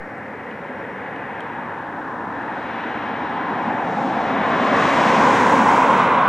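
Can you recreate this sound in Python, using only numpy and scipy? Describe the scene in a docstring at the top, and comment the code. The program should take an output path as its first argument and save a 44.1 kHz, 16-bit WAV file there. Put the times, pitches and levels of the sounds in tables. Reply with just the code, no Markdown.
"""A jet passes at night over open ground, heard by a small device with two close microphone ports.
Its rush is turbulent noise shaped in broad humps, one of which glides as the ground echo shifts; the top
treble stays weak until the jet is near, when a high hiss opens. Under it lie night air as steady coloured noise,
a faint cricket as a pulsed sine, and small ticks close by as decaying rings with noise cracks."""
import sys
import numpy as np
from scipy import signal
from scipy.io import wavfile
from scipy.ndimage import map_coordinates

SR = 44100
rng = np.random.default_rng(int(sys.argv[2]) if len(sys.argv) > 2 else 0)


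def wav_out(sig):
    """Save sig, one row per channel (or a flat mono array), as 16-bit PCM at SR to the path in sys.argv[1]."""
    wavfile.write(sys.argv[1], SR, np.round(np.clip(np.atleast_2d(sig).T, -1, 1) * 32767).astype(np.int16))


N = 276948  # samples
FRAME, HOP = 2048, 512  # samples
HZ = np.maximum(np.arange(FRAME // 2 + 1) * SR / FRAME, 1)[:, None]  # bin frequencies, as a column
TIME = np.arange(N // HOP + 5) * HOP / SR  # frame times in seconds
SPEED_M_S, NEAREST_S, HEIGHT_M = 194, 5.47, 138  # straight level flight, nearest at NEAREST_S


def undb(db):
    """Logarithmic level: 20 dB is a factor of ten in amplitude."""
    return 10 ** (np.asarray(db) / 20)


def curves(table):
    """Linear interpolation in time: all columns after the first, read at every frame."""
    time_s, *columns = np.transpose(table)
    return [np.interp(TIME, time_s, column) for column in columns]


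def colour(points, slide=1):
    """Interpolation over log frequency, moved up by the factor slide and held beyond the ends."""
    hz, value = np.transpose(points)
    return np.interp(np.log(HZ / slide), np.log(hz), value)


def closed(points, slide=1):
    """Band limitation: a colour in dB that is silent beyond its ends."""
    beyond = (HZ / slide < points[0][0]) | (HZ / slide > points[-1][0])
    return np.where(beyond, -200, colour(points, slide))


def hump(hz, octaves):
    """Spectral peak: a Gaussian bell of power over log frequency, with its top of 1 at hz."""
    return np.exp(-.5 * (np.log2(HZ / hz) / octaves) ** 2)


def noise():
    """White noise: the short-time spectrum of a random signal of unit power per Hz."""
    white = rng.standard_normal(HOP * (len(TIME) - 1)) * np.sqrt(SR / 2)
    return signal.stft(white, nperseg=FRAME, noverlap=FRAME - HOP)[2]


def sound(spectrum):
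    """Overlap-add synthesis: short-time spectra back to samples."""
    return signal.istft(spectrum, nperseg=FRAME, noverlap=FRAME - HOP)[1][..., :N]


def night():
    """Stationary noise: still air and microphone hiss, as a common and an opposed part."""
    # spectrum of the common part: pitch_hz, level_db (per Hz)
    night_colour = [(25, -100.5), (60, -80.5), (120, -66), (300, -78), (1000, -86.5), (2500, -91.5),
                    (4500, -103), (6500, -110), (9000, -111), (12000, -114), (15500, -119)]
    # opposed part against the common one: pitch_hz, level_db
    night_side = [(30, -22), (500, -31), (3000, -6.5), (6000, -2), (8000, -14.5), (15500, -25)]
    gain = undb(closed(night_colour))
    mid = gain * noise()
    side = gain * undb(colour(night_side)) * noise()
    return sound(np.array([mid + side, mid - side]))


def cricket():
    """Amplitude modulation: a thin, far tone gated into chirps, throbbing with the wing strokes."""
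    # chirps, before throb and balance: start_s, length_s, level_db
    chirps = [(0.024, .14, -76), (.22, .07, -74), (.42, .06, -78), (.56, .06, -78), (0.747, .08, -73),
              (.885, .07, -73.5), (1.103, 0.14, -79), (1.374, .31, -79), (1.95, .12, -79), (2.18, .05, -79),
              (2.38, .07, -81)]
    pitch_hz, throb_hz, ramp_s = 5565, 28, .012
    t = np.arange(N) / SR
    gate = undb(-87.5)  # the line stays faintly on between chirps
    for start_s, length_s, level_db in chirps:
        to_edge_s = np.minimum(t - start_s, start_s + length_s - t)
        gate = gate + undb(level_db) * np.clip(to_edge_s / ramp_s, 0, 1)
    throb = 1 + .25 * np.sin(2 * np.pi * throb_hz * t)
    balance = undb(np.array([[-1.5], [1.5]]))  # louder on the right
    return gate * throb * np.sin(2 * np.pi * pitch_hz * t) * balance


def ticks():
    """Damped vibration: dry knocks nearer the left port, a short ring with an overtone and a noise crack."""
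    # knocks: start_s, ring_db (scale before envelope and balance), pitch_hz, crack_db (likewise)
    knocks = [(.1804, -56, 8000, -68), (.512, -32, 2900, -66), (1.162, -32, 2900, -60),
              (1.4057, -29, 3150, -42)]
    out, t = np.zeros(N), np.arange(600) / SR
    crack_band = signal.butter(4, [3500, 9500], "bandpass", fs=SR, output="sos")
    for start_s, ring_db, pitch_hz, crack_db in knocks:
        burst = rng.standard_normal(len(t)) * np.exp(-t / .0015)
        crack = signal.sosfilt(crack_band, burst)
        tones = np.sin(2 * np.pi * pitch_hz * t) + .15 * np.sin(2 * np.pi * 1.32 * pitch_hz * t)
        ring = tones * (1 - np.exp(-t / .0004)) * np.exp(-t / .002)
        first = int(start_s * SR)
        out[first:first + len(t)] += undb(ring_db) * ring + undb(crack_db) * crack
    return out * undb(np.array([[1.5], [-1.5]]))


def shimmer(rate, octaves):
    """Random modulation: a smoothed field that changes rate times a second and over so many octaves."""
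    grid = rng.standard_normal((120, 120))
    at = np.meshgrid(np.log2(HZ[:, 0]) / octaves, TIME * rate, indexing="ij")
    return map_coordinates(grid, at, order=1, mode="mirror")


def swells():
    """Superposition in dB: patches where the rush swells or thins for a while."""
    # Gaussian patches: centre_s, spread_s, pitch_hz, spread_octaves, level_db
    patches = [(.1, 0.42, 800, .3, -2), (.6, 0.5, 470, .25, 4.5), (.6, .6, 630, .06, -1.5),
               (2.0, .6, 240, 0.33, -3.5), (2.2, 1.05, 1500, 0.16, 3), (2.3, .4, 312, 0.091, 5),
               (3.0, 0.46, 131, 0.51, -3), (3.2, 1.23, 510, 0.14, -4), (3.9, .4, 150, 0.21, 1.5),
               (3.95, 0.34, 780, 0.26, 5), (4.1, 0.2, 1600, 0.14, -4.5), (4.6, 0.26, 406, .15, 2.0),
               (4.8, 0.22, 1920, 0.088, 1.5), (4.95, 0.27, 80, 0.44, 2), (5.2, 0.1, 520, .2, 2.5),
               (5.6, 0.053, 230, 0.3, 5.5), (5.65, .12, 800, 0.15, 0.5), (5.95, .3, 1840, 0.099, -2),
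               (6.25, 0.16, 1400, 0.16, 3.5)]
    total_db = 0
    for centre_s, spread_s, pitch_hz, octaves, level_db in patches:
        in_time = np.exp(-.5 * ((TIME - centre_s) / spread_s) ** 2)
        total_db = total_db + level_db * in_time * hump(pitch_hz, octaves)
    return total_db


def narrow_humps(behind):
    """Addition of incoherent powers: the gliding hump, and the core hump on a wider foot."""
    # centre of the gliding hump: time_s, pitch_hz
    glide = [(0, 760), (.5, 838), (3.3, 840), (4.0, 806), (4.7, 670), (5.0, 695), (5.3, 846), (5.7, 780),
             (6.1, 705)]
    # core hump: time_s, pitch_hz, level_db (per Hz, as if overhead)
    core_course = [(0, 1070, -55), (.9, 1000, -55), (1.6, 980, -46), (2.2, 970, -45), (2.9, 960, -49.5),
                   (3.5, 975, -44.5), (3.95, 1035, -56.5), (4.45, 1055, -44.5), (4.8, 1064, -42),
                   (5.0, 990, -42.5), (5.2, 990, -40.5), (5.4, 985, -43.5), (5.6, 965, -40),
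                   (5.95, 990, -38.5), (6.28, 1020, -37)]
    (glide_hz,), (core_hz, core_db) = curves(glide), curves(core_course)
    glide_db = -46 - 1.95 * behind  # dB per Hz overhead, and change towards the tail
    gliding = undb(glide_db) ** 2 * hump(glide_hz, octaves=0.2)
    foot = undb(-6.5) ** 2 * hump(core_hz, octaves=0.22)
    core = hump(core_hz, octaves=0.094) + foot
    return gliding + undb(core_db) ** 2 * core


def broad_humps(behind):
    """Spectral shaping: level, pitch and tilt of the wide parts vary along the flight."""
    # spectra of roar, low hump, upper hump, edge and hiss, each: pitch_hz, level_db (within its part)
    roar, low_hump, upper_hump = [(25, -45), (40, -37), (60, -24), (100, -16), (160, -7), (240, 0),
                                  (290, -4), (350, -10), (500, -16), (900, -28)], [(250, -30), (380, -5), (450, 1), (530, 5), (575, 3),
                                                (625, -7), (900, -18)], [(1000, -1.5), (1250, 1.5), (1450, 2),
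                                                                  (1700, 4.5), (2000, -5), (2600, -24),
                                                                  (3500, -39)]
    edge, hiss = [(1200, -19), (1900, 4), (2500, -3), (3000, -9.5), (3700, -15), (4150, -22), (4500, -30),
                  (6000, -36)], [(3000, -1), (4500, -5), (5500, -2.5), (6500, -2.5), (7800, -7.5),
                                (9000, -14.5), (11500, -20.5), (13000, -27.5), (15500, -28)]
    # treble parts as if overhead, before tilting:
    # time_s, edge_db (per Hz), edge_tilt (dB per octave), hiss_db (per Hz)
    treble = [(0, -61.5, -21, -88), (.6, -57.5, -7, -89), (1.4, -56.5, -7, -90.5), (2.15, -67, 4, -89.5),
              (2.8, -55, 2.5, -88), (3.4, -59, 5, -90.5), (3.75, -59.5, 1.5, -87), (4.05, -63, 10, -81),
              (4.4, -57.5, 6, -86), (4.8, -55, 6, -74.5), (5.2, -56, 4, -72), (5.75, -58.5, 0.5, -74.5),
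              (6.0, -55.5, 4, -78.5), (6.28, -57, 3, -87.5)]
    # dB per Hz overhead, and change from abeam to behind
    roar_db, low_db, upper_db = -42.5 - 1.54 * behind, -49 + 0.19 * behind, -54 + 0.26 * behind
    # pitch as a share of its rest: overhead, and drop from abeam to behind
    roar_slide, upper_slide = 1.01 - 0.036 * behind, 0.94 - 0.07 * behind
    edge_db, edge_tilt, hiss_db = curves(treble)
    # the hiss is darker while the jet approaches and brighter once it has passed
    hiss_tilt = -1.2 + 3.8 * behind  # dB per octave
    edge_db = edge_db + edge_tilt * np.log2(HZ / 2500)
    hiss_db = hiss_db + hiss_tilt * np.log2(HZ / 6000)
    parts = ((roar, roar_slide, roar_db), (low_hump, 1, low_db), (upper_hump, upper_slide, upper_db),
             (edge, 1, edge_db), (hiss, 1, hiss_db))
    return sum(undb(closed(points, slide) + db) ** 2 for points, slide, db in parts)


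def two_ports(gain):
    """Directional differences: direct noise differs in level and phase, scattered noise in sign."""
    # where the jet stands for the turning ports: time_s, side (-1 right, 1 left)
    bearing = [(0, 0.78), (2.5, 1.0), (4.75, 0.93), (5.15, 0.43), (5.6, -0.12), (5.9, -0.27), (6.28, -0.59)]
    # left port louder for a source fully to the left: pitch_hz, level_db
    shade = [(60, .2), (500, .3), (950, .5), (1600, 2.2), (2800, 1.6), (4000, 2.0), (6000, 3.8),
             (12000, 3.0)]
    # left port earlier for a source fully to the left: pitch_hz, phase_rad
    lead = [(60, 0), (250, 0), (500, 0.1), (950, 0.1), (1600, 0.03), (2800, 0.48), (4000, 0.52), (6000, .2),
            (12000, .1)]
    # sound scattered by air and ground, before its share by bearing: pitch_hz, level_db (against direct)
    scatter = [(30, -20), (100, -30.5), (250, -28.5), (500, -37), (950, -15), (1600, -12), (2800, -21),
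               (4000, -10.5), (6000, -23.5), (9000, -12), (15500, -8)]
    side, = curves(bearing)
    # scattering for a source equally far from both ports, joined by more to one side
    share = np.hypot(undb(-16), undb(-4) * side)
    port = undb(side * colour(shade) / 2) * np.exp(1j * side * colour(lead) / 2)
    direct = gain * noise()
    scattered = gain * undb(colour(scatter)) * share * noise()
    return sound(np.array([direct * port + scattered, direct / port - scattered]))


def jet():
    """Spherical spreading: turbulent noise weakens with distance, and moving air makes it flicker."""
    along_m = SPEED_M_S * (TIME - NEAREST_S)
    distance_m = np.hypot(along_m, HEIGHT_M)
    behind = along_m / distance_m  # -1 head-on, 0 overhead, 1 from the tail
    power = narrow_humps(behind) + broad_humps(behind)
    slow_db = 0.66 * shimmer(rate=5.4, octaves=0.091)
    # the quicker flicker grows with frequency
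    quick_db = np.minimum(HZ / 5000, 1.3) * .9 * shimmer(rate=14., octaves=1.225)
    gain = np.sqrt(power) * undb(slow_db + quick_db + swells()) * HEIGHT_M / distance_m
    return two_ports(gain)


def scene():
    """Linear superposition of night, cricket, ticks and jet."""
    return night() + cricket() + ticks() + jet()


def record(dry):
    """Band limiting: a steep elliptic low-pass cuts the top."""
    top_hz = 15700
    return signal.sosfilt(signal.ellip(10, .2, 70, top_hz, fs=SR, output="sos"), dry)


dry = scene()
out = record(dry)
wav_out(out)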